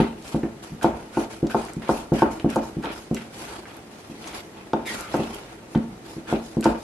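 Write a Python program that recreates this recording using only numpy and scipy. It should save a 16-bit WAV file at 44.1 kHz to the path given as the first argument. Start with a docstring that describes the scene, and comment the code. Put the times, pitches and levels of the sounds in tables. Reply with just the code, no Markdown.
"""In a small kitchen, a wooden spatula works stiff dough round a metal saucepan on a glass hob.
Each turn bumps the pan softly through the dough, then knocks on its bare wall: fading sine waves make
the wood clack and the filled pan ring. Between knocks, random clicks and filters make the dough smear,
hiss and drag. Short noise bursts are its sticky ticks, and sliding resonances are skids on the metal."""
import sys
import numpy as np
from scipy import signal
from scipy.fft import rfft, irfft
from scipy.io import wavfile
from scipy.ndimage import uniform_filter1d

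SR = 44100
rng = np.random.default_rng(int(sys.argv[2]) if len(sys.argv) > 2 else 0)


def store_pcm(level_fs):
    """Save levels as 16-bit WAV."""
    pcm = np.round(np.clip(level_fs, -1, 1) * 32767).astype(np.int16)
    wavfile.write(sys.argv[1], SR, np.atleast_2d(pcm).T)


N = 301203

# spatula against the pan: t/s, relative level/dB, hardness of the contact as its corner f/Hz,
# boost of the strongest pan modes/dB, boost of the wall mode/dB
KNOCKS = [(0.0, -14.5, 500, 12, -5), (0.344, -19.5, 580, 0, -5), (0.433, -21.5, 586, -13, 1),
          (.718, -34.5, 226, -13, -7), (0.843, -14, 850, 1.5, 0.5), (1.170, -18, 880, -1.5, 1.5),
          (1.428, -17.5, 530, -18, 0), (1.545, -18, 1020, 0.5, -5.5), (1.766, -28.5, 243, -1, -4),
          (1.891, -17, 1030, 2.5, -8), (2.119, -15, 664, -9, 1), (2.220, -13, 1190, 2, -3.5),
          (2.444, -15.5, 550, -19, 2), (2.559, -17.5, 900, 3, -4), (2.767, -25, 281, -6.5, 0),
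          (2.841, -28.5, 1006, 7, 1), (3.111, -21.5, 485, -4, -10), (4.097, -38, 370, 11, 2),
          (4.733, -19, 1000, 2.5, -1.5), (5.141, -19.5, 1030, -1, -9), (5.192, -23, 650, -3, -7),
          (5.748, -28.5, 1170, -3, -1), (5.756, -17, 324, -4, -21), (6.165, -32, 394, 8, -1.5),
          (6.325, -18, 736, -6, 4), (6.568, -19, 497, -23, 3), (6.656, -12, 910, 5, 3.5)]


def amp(db):
    """Turns decibels into a gain."""
    return 10 ** (np.asarray(db) / 20)


def unit(x):
    """Scales a sound to an rms of 1."""
    return x / np.sqrt(np.mean(x ** 2) + 1e-20)


def read(points, hz):
    """Reads a table between its points, on a log-frequency axis."""
    f, value = np.transpose(points)
    return np.interp(np.log(hz + 1), np.log(f + 1), value)


def colour(x, points):
    """Filters a sound by a table of f/Hz, gain/dB."""
    size = x.shape[-1]
    hz = np.fft.rfftfreq(2 * size, 1 / SR)
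    spectrum = rfft(x, 2 * size) * amp(read(points, hz))
    return irfft(spectrum)[..., :size]


def add(mix, s, sound):
    """Mixes a sound in at a time in seconds."""
    part = mix[max(round(s * SR), 0):][:len(sound)]
    part += sound[:len(part)]


def spread(pair):
    """Turns two unrelated signals into left and right, alike in the bass."""
    # width of diffuse sound: f/Hz, side over mid/dB
    side_over_mid = [(60, -26), (150, -14.5), (330, -13.5), (480, -7.5), (1000, -0.5), (3000, 0.5),
                     (8000, 2), (14000, 5)]
    side = colour(pair[1], side_over_mid)
    both = np.array([pair[0] + side, pair[0] - side])
    # take back the power that the side signal added
    return colour(both, [(hz, -10 * np.log10(1 + amp(db) ** 2)) for hz, db in side_over_mid])


def air(level_db=-48.5):
    """The steady rush of the hob's fan and the room, as filtered noise."""
    # steady kitchen background: f/Hz, relative level/dB
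    air_colour = [(15, -52), (25, -24), (75, -23.5), (100, -2.5), (169, -4.5), (226, 0.5), (257, -5.5),
                  (391, -3), (978, -19.5), (1240, -16.5), (1410, -21), (1930, -16.5), (2380, -22),
                  (3530, -24.5), (13100, -32)]
    noise = spread(rng.standard_normal((2, N)))
    return amp(level_db) * unit(colour(noise, air_colour))


def kitchen(x, wet_db, echo_db, build_s=0.0028, lag_s=0.00008):
    """Direct sound, a few close reflections, and a diffuse tail that fades at its own rate at each pitch."""
    # wall, hood and cupboards: delay/s, relative level/dB
    echoes = [(.0058, -4), (0.0112, -4.5), (.0212, -11.5), (0.0255, -9.5)]
    # how long the tail lasts: f/Hz, time to fall by 60 dB/s
    tail_times = [(80, 1), (250, 0.16), (800, 0.39), (2500, 0.21), (6000, 0.73), (13000, 0.26)]
    noise = rng.choice([-1., 1.], (2, SR // 2))
    hz, t, z = signal.stft(noise, SR, nperseg=256)
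    fade = amp(-60 * t / read(tail_times, hz)[:, None])
    tail = signal.istft(z * fade, SR, nperseg=256)[1]
    tail = spread(tail / np.linalg.norm(tail[0]))
    # tone of the room's tail: f/Hz, gain/dB; weaker in the bass, fullest near 2 kHz, dull at the top
    tail = colour(tail, [(100, -7), (330, 1), (520, -1), (2000, 4.5), (10000, -19.0)])
    build = 1 - np.exp(-np.arange(tail.shape[1]) / SR / build_s)
    response = amp(wet_db) * tail * build
    response[:, 0] += 1  # the direct sound
    for k, (delay, db) in enumerate(echoes):
        for channel, side in zip(response, (-1, 1)):
            # successive echoes reach left and right first in turn
            add(channel, delay + side * (-1) ** k * lag_s, amp([db + echo_db]))
    return signal.fftconvolve(x[None], response, axes=1)[:, :N]


def bareness(corner_hz, bare_above_hz=740, blend_hz=45.3):
    """Slides from 0 for a blow through dough to 1 for a blow on bare metal."""
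    return 1 / (1 + np.exp((bare_above_hz - corner_hz) / blend_hz))


def swell(s, rise_s, hold_s, fade_db_per_s, sag_db_per_s=13.5):
    """One push of the blade as a gain: it rises, sags while held, then fades."""
    t = np.arange(N) / SR - s
    attack = np.sin(np.pi / 2 * np.clip(t / max(rise_s, 1 / SR), 0, 1)) ** 2
    sag_db = sag_db_per_s * np.clip(t - rise_s, 0, hold_s)
    fade_db = fade_db_per_s * np.maximum(t - rise_s - hold_s, 0)
    return attack * amp(-sag_db - fade_db)


def stirring():
    """Gains of peeling, smearing and drag: the powers of strokes and of the rubbing after blows add up."""
    # pushes through the dough: t/s, rise/s, hold/s, relative peeling/dB, relative smearing/dB
    strokes = [(0.0, 0.0013, 0.0029, -44.5, -31.5), (0.14, 0.16, 0.044, -47, -50.5),
               (0.619, 0.012, 0.029, -47, -48.5), (.812, 0.015, .005, -44, -37.5),
               (.95, 0.027, 0.033, -55, -54), (1.094, 0.11, 0.016, -44.5, -44.5),
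               (1.285, .03, 0.011, -45.5, -48), (1.472, .05, .17, -46, -45.5),
               (1.817, .003, 0.064, -53, -46), (1.874, 0.03, 0.081, -43.5, -46.5),
               (2.116, 0.029, 0.073, -44, -41), (2.297, 0.027, .01, -44.5, -54),
               (2.479, 0.024, 0.055, -46.5, -43), (2.6, 0.046, 0.022, -49.5, -59),
               (2.83, 0.011, 0.074, -56, -39.5), (2.908, 0.016, 0.097, -47.5, -55),
               (3.133, 0.016, 0.072, -49, -48.5), (3.26, 0.18, 0.03, -44, -46),
               (3.461, 0.041, 0.065, -46.5, -44.5), (3.655, .03, 0.072, -55, -50),
               (3.903, 0.015, 0.19, -54.5, -57), (4.103, 0.12, 0.054, -51.5, -49.5),
               (4.242, 0.028, 0.023, -45, -42), (4.332, 0.023, 0.0099, -42, -41.5),
               (4.524, .07, 0.018, -68, -52.5), (4.85, .025, 0.024, -36.5, -42),
               (4.893, 0.029, .1, -41.5, -42), (5.021, 0.11, 0.26, -46, -43),
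               (5.38, 0.047, 0.11, -56.5, -52.5), (5.66, 0.079, .005, -54.5, -72),
               (5.998, 0.13, 0.0099, -49, -51.5), (6.261, 0.046, 0.013, -43.5, -37),
               (6.404, 0.048, 0.041, -48, -62), (6.623, 0.019, 0.012, -40, -39.5),
               (6.768, 0.02, .04, -49, -69)]
    follow_cushioned_db, follow_bare_db = -20.5, -13  # rubbing after a blow, against the blow
    stroke_drag_db = 5  # drag on the pan against the stroke's smearing
    peeling, smearing, rubbing = np.zeros((3, N))
    for s, rise_s, hold_s, peel_db, smear_db in strokes:
        push = swell(s, rise_s, hold_s, fade_db_per_s=177)
        peeling += (amp(peel_db) * push) ** 2
        smearing += (amp(smear_db) * push) ** 2
    for s, db, corner_hz, *_ in KNOCKS:
        follow_db = follow_cushioned_db + (follow_bare_db - follow_cushioned_db) * bareness(corner_hz)
        rub = swell(s, rise_s=0.032, hold_s=0, fade_db_per_s=106)
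        rubbing += (amp(db + follow_db) * rub) ** 2
    dragging = rubbing + amp(stroke_drag_db) ** 2 * smearing
    # the dough never quite stops moving: resting peel, smear and drag in dB
    rest = amp([[-62], [-60.5], [-48]])
    return np.sqrt(np.array([peeling, smearing, dragging]) + rest ** 2)


def grains(per_s, size_db):
    """A train of random clicks of varied size; a larger size_db makes the sizes more uneven."""
    sizes = amp(size_db * np.minimum(rng.exponential(1, N), 4))
    signs = rng.choice([-1, 1], N)
    happens = rng.random(N) < per_s / SR
    return unit(sizes * signs * happens)


def pockets(x, depth_db):
    """Hollows in the dough open and close, lifting narrow bands for a few hundredths of a second."""
    z = signal.stft(x, nperseg=512, noverlap=384)[2]
    patches = rng.standard_normal(z.shape[1:])
    patches = uniform_filter1d(patches, size=4, axis=0)  # across frequency
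    patches = uniform_filter1d(patches, size=14, axis=1)  # across time
    lifted = z * amp(depth_db * unit(patches))
    return unit(signal.istft(lifted, nperseg=512, noverlap=384)[1][:, :N])


def dough(peeling, smearing, dragging, hiss_db=-2, drag_db=-5.0, rung_db=-9, clump_db=1.5):
    """Clumps of micro-slips hiss and smear under the blade, and their drag sets the pan humming."""
    # tone of peeling, of smearing and of rubbing: each f/Hz, relative level/dB
    hiss_colour = [(300, -14), (1500, -7.5), (3000, -2), (4600, 1), (6400, -0.5), (9000, -3), (11500, -1),
                   (13000, -16), (15500, -21)]
    smear_colour = [(300, -17), (900, -2.5), (1550, -3), (1850, -7), (2500, -4.5), (3400, -9), (5000, -19),
                    (9000, -57)]
    drag_colour = [(60, 9.5), (150, -2), (330, 9), (500, 6), (900, 5.5), (1400, -9), (2500, -14),
                   (6000, -54)]
    slow_noise = colour(rng.standard_normal(N), [(30, 20.0), (90, -2), (250, -72), (1000, -90)])
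    clumps = amp(clump_db * unit(slow_noise))
    peel = colour(spread([grains(7000, 0.83), grains(7000, 1.4)]), hiss_colour)
    wet = colour(spread([grains(2000, 0.95), grains(2000, 4.0)]), smear_colour)
    rub = unit(colour(spread([grains(900, 0.67), grains(900, 3.4)]), drag_colour))
    pan = pan_ring(weight_db=-8.5, main_db=0, wall_db=1)
    rung = unit(signal.fftconvolve(grains(600, 2.2), pan)[:N])
    hiss = amp(hiss_db) * peeling * pockets(peel, depth_db=3.0)
    smear = smearing * pockets(wet, depth_db=3.0)
    drag = dragging * (amp(drag_db) * rub + amp(rung_db) * rung)
    return clumps * (hiss + smear + drag)


def small_ticks(peeling, count=30):
    """Small pockets burst at random moments, louder where the peeling is stronger."""
    over_peeling_db, spread_db = 12, 5
    middle_hz, spread_octaves, decay_s = 3900, 0.9, 0.0013
    at = rng.integers(0, N, count)
    luck = np.clip(rng.standard_normal((count, 2)), -2, 2)
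    rows = []
    for i, (loud, high) in zip(at, luck):
        db = 20 * np.log10(peeling[i]) + over_peeling_db + spread_db * loud
        rows.append((i / SR, db, middle_hz * 2 ** (spread_octaves * high), decay_s))
    return rows


def ticks(peeling, band=1.5):
    """Pockets snap open as the dough parts from the metal: short bursts of band-limited noise."""
    # the larger pockets letting go: t/s, relative peak level/dB, centre f/Hz, decay/s
    large_ticks = [(0.432, -30.5, 1300, 0.0046), (.829, -26.5, 7400, 0.0053), (1.469, -30, 4460, 0.0032),
                   (1.735, -29, 7030, 0.00092), (1.822, -32, 1300, 0.003), (2.398, -26, 2310, 0.0015),
                   (2.503, -25.5, 6000, 0.00054), (2.558, -28, 6900, 0.0044), (2.856, -27, 2410, 0.0026),
                   (2.903, -37, 1500, 0.0046), (3.146, -24, 6940, 0.0011), (3.166, -29.5, 1980, 0.0071),
                   (3.212, -36, 1770, .0044), (3.655, -31.5, 1440, 0.0059), (4.275, -30, 5400, 0.0049),
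                   (4.333, -32, 2450, .0026), (4.733, -27, 3130, 0.0021), (5.346, -27, 8700, 0.00097),
                   (5.750, -28.5, 2150, 0.0059), (6.360, -30.5, 2470, 0.0045), (6.609, -25, 7260, 0.0013),
                   (6.627, -24, 2220, 0.0016), (6.642, -20.5, 5570, 0.0039)]
    out = np.zeros(N)
    t = np.arange(SR // 30) / SR
    for s, db, hz, decay_s in list(large_ticks) + small_ticks(peeling):
        edges = np.clip([hz / band, hz * band], 200, [15000, 17000])
        burst = rng.standard_normal(len(t)) * np.exp(-t / decay_s)
        snap = signal.sosfilt(signal.butter(2, edges, "band", fs=SR, output="sos"), burst)
        add(out, s, amp(db) * snap / abs(snap).max())
    return out


def skids(width_hz=160, upper=1.62, upper_db=-10):
    """Irregular slips of wood on metal drive a sliding resonance and a weaker one above it."""
    # the blade skids on the bare wall: t/s, length/s, relative level/dB, start f/Hz, end f/Hz
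    skid_rows = [(0.8, 0.06, -42.5, 1420, 1740), (1.12, 0.074, -46, 1420, 1510),
                 (1.491, 0.035, -38.5, 1450, 1560), (1.839, 0.086, -48.5, 1470, 1630),
                 (2.173, 0.072, -38.5, 1410, 1650), (2.491, 0.057, -44.5, 1450, 1540),
                 (2.818, 0.051, -38.5, 1460, 1480), (4.845, 0.078, -34.5, 2360, 1820),
                 (4.882, 0.24, -44, 1480, 1190), (5.137, 0.036, -37.5, 800, 660),
                 (6.254, 0.056, -48.5, 1550, 1540), (6.623, 0.061, -35.5, 1450, 1490)]
    out = np.zeros(N)
    r = np.exp(-np.pi * width_hz / SR)
    for s, length, db, start_hz, end_hz in skid_rows:
        size = int(length * SR)
        happens = rng.random(SR // 4) < 1500 / SR  # about 1500 slips per second
        slips = (rng.standard_normal(SR // 4) * happens)[:size]
        angle = 2 * np.pi * np.cumsum(np.linspace(start_hz, end_hz, size)) / SR
        rasp = 0
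        for ratio, gain in ((1, 1), (upper, amp(upper_db))):
            # shift down to 0 Hz, smooth there, and shift back up
            turn = np.exp(1j * ratio * angle)
            smooth = signal.lfilter([1 - r], [1, -r], slips / turn)
            rasp = rasp + gain * (turn * smooth).real
        add(out, s, amp(db) * unit(rasp) * signal.windows.tukey(size, 0.6))
    return out


def blade_clack(weight_db, low_hz=250):
    """The wood's few broad modes are sine waves of alternating sign that die almost at once."""
    # the wooden blade's dead clack: f/Hz, relative level/dB, time to fall by 60 dB/s
    blade_modes = [(184, 5.5, 0.02), (370, 14, 0.0065), (706, 11.5, 0.009), (900, 6, 0.0085),
                   (1310, 3.5, 0.012), (3830, 12.5, 0.0032)]
    t = np.arange(SR // 2) / SR
    clack = np.zeros(len(t))
    for k, (hz, db, t60) in enumerate(blade_modes):
        start_db = db + weight_db / (1 + (hz / low_hz) ** 8)  # the weight acts on low modes
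        clack += (-1) ** k * amp(start_db - 60 * t / t60) * np.sin(2 * np.pi * hz * t)
    return clack


def pan_ring(weight_db, main_db, wall_db, low_hz=250, place_db=2.5, rise_s=0.001):
    """The pan's modes swell as the blow runs round its wall; each place of contact excites them differently."""
    # the pan, damped by its dough: f/Hz, relative level/dB, time to fall by 60 dB/s
    pan_modes = [(61, -15.5, 0.256), (156.7, -4, 0.13), (226.9, 1, 0.16), (241.2, -20, 0.44),
                 (283.3, 1, 0.18), (327, 3.63, 0.28), (393, -0.5, 0.12), (434, -16.5, 0.33),
                 (528, -15, 0.31), (567.5, -12, 0.19), (690, 0, 0.045), (716, -11, 0.22), (793, -17, 0.35),
                 (862, -22, 0.24), (900, 4.5, 0.054), (1062, 2.5, 0.029), (1138, -3, 0.038),
                 (1236, 4.5, 0.017), (1360, -0.5, 0.026), (1450, -4, 0.059), (1587, -3, 0.035),
                 (2060, -24.5, 0.04), (2437, -13, 0.15), (2956, -10, 0.051)]
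    wall_hz = 328  # the mode nearest to this is the wall mode
    t = np.arange(SR // 2) / SR
    hz, db, t60 = np.transpose(pan_modes)[:, :, None]
    luck, phase = rng.standard_normal((2, len(pan_modes), 1))
    change_db = np.where(db == db.max(), main_db, place_db * luck)
    db = db + change_db + weight_db / (1 + (hz / low_hz) ** 8)
    distance = abs(hz - wall_hz)
    db = db + wall_db * (distance == distance.min())
    # higher modes have finer shapes, so their phase depends more on the place
    waves = np.sin(2 * np.pi * hz * t + phase * (hz / 550) ** 2)
    modes = amp(db - 60 * t / t60) * waves
    return modes.sum(0) * (1 - np.exp(-t / rise_s))


def knocks(crack_db=-42, clack_db=0.5):
    """Blows on blade and pan; dough in between lengthens the contact and dulls them. Returns clacks and rings."""
    # a blow through dough shoves the whole pan and weighs on its low modes; a bare one does not
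    cushioned_db, bare_db = 3, -7
    clacks, rings = np.zeros((2, N))
    for s, db, corner_hz, main_db, wall_db in KNOCKS:
        weight_db = cushioned_db + (bare_db - cushioned_db) * bareness(corner_hz)
        clack = amp(clack_db) * blade_clack(weight_db)
        parts = np.array([clack, pan_ring(weight_db, main_db, wall_db)])
        contact = signal.butter(3, corner_hz, fs=SR, output="sos")
        parts = signal.sosfilt(contact, parts) + amp(crack_db) * parts  # a trace stays bright
        # both parts share one level, taken over the first 1/32 s
        parts = amp(db) * parts / np.linalg.norm(parts[:, :SR // 32].std(1))
        add(clacks, s, parts[0])
        add(rings, s, parts[1])
    return clacks, rings


def scene():
    """Background, dough and pan in stereo; clacks, ticks and skids give distinct echoes, rings do not."""
    peeling, smearing, dragging = stirring()
    clacks, rings = knocks()
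    snaps = kitchen(ticks(peeling), wet_db=0, echo_db=-8)
    rasps = kitchen(skids(), wet_db=1, echo_db=-4)
    wood = kitchen(clacks, wet_db=1, echo_db=-1)
    metal = kitchen(rings, wet_db=-5.5, echo_db=-np.inf)
    soft = air() + dough(peeling, smearing, dragging)
    return soft + amp(-3.1) * snaps + amp(-4.0) * (rasps + wood + metal)


def record(dry):
    """The microphone rolls off at both ends, then a steep filter cuts the top."""
    lean = signal.sosfilt(signal.butter(3, 43, "high", fs=SR, output="sos"), dry)
    toned = colour(lean, [(11800, 3), (13200, -2.5), (15500, -17)])
    steep = signal.firwin(511, 15700, window=("kaiser", 9), fs=SR)  # low-pass, corner in Hz
    return signal.oaconvolve(toned, steep[None], "same")


dry = scene()
out = record(dry)
store_pcm(out)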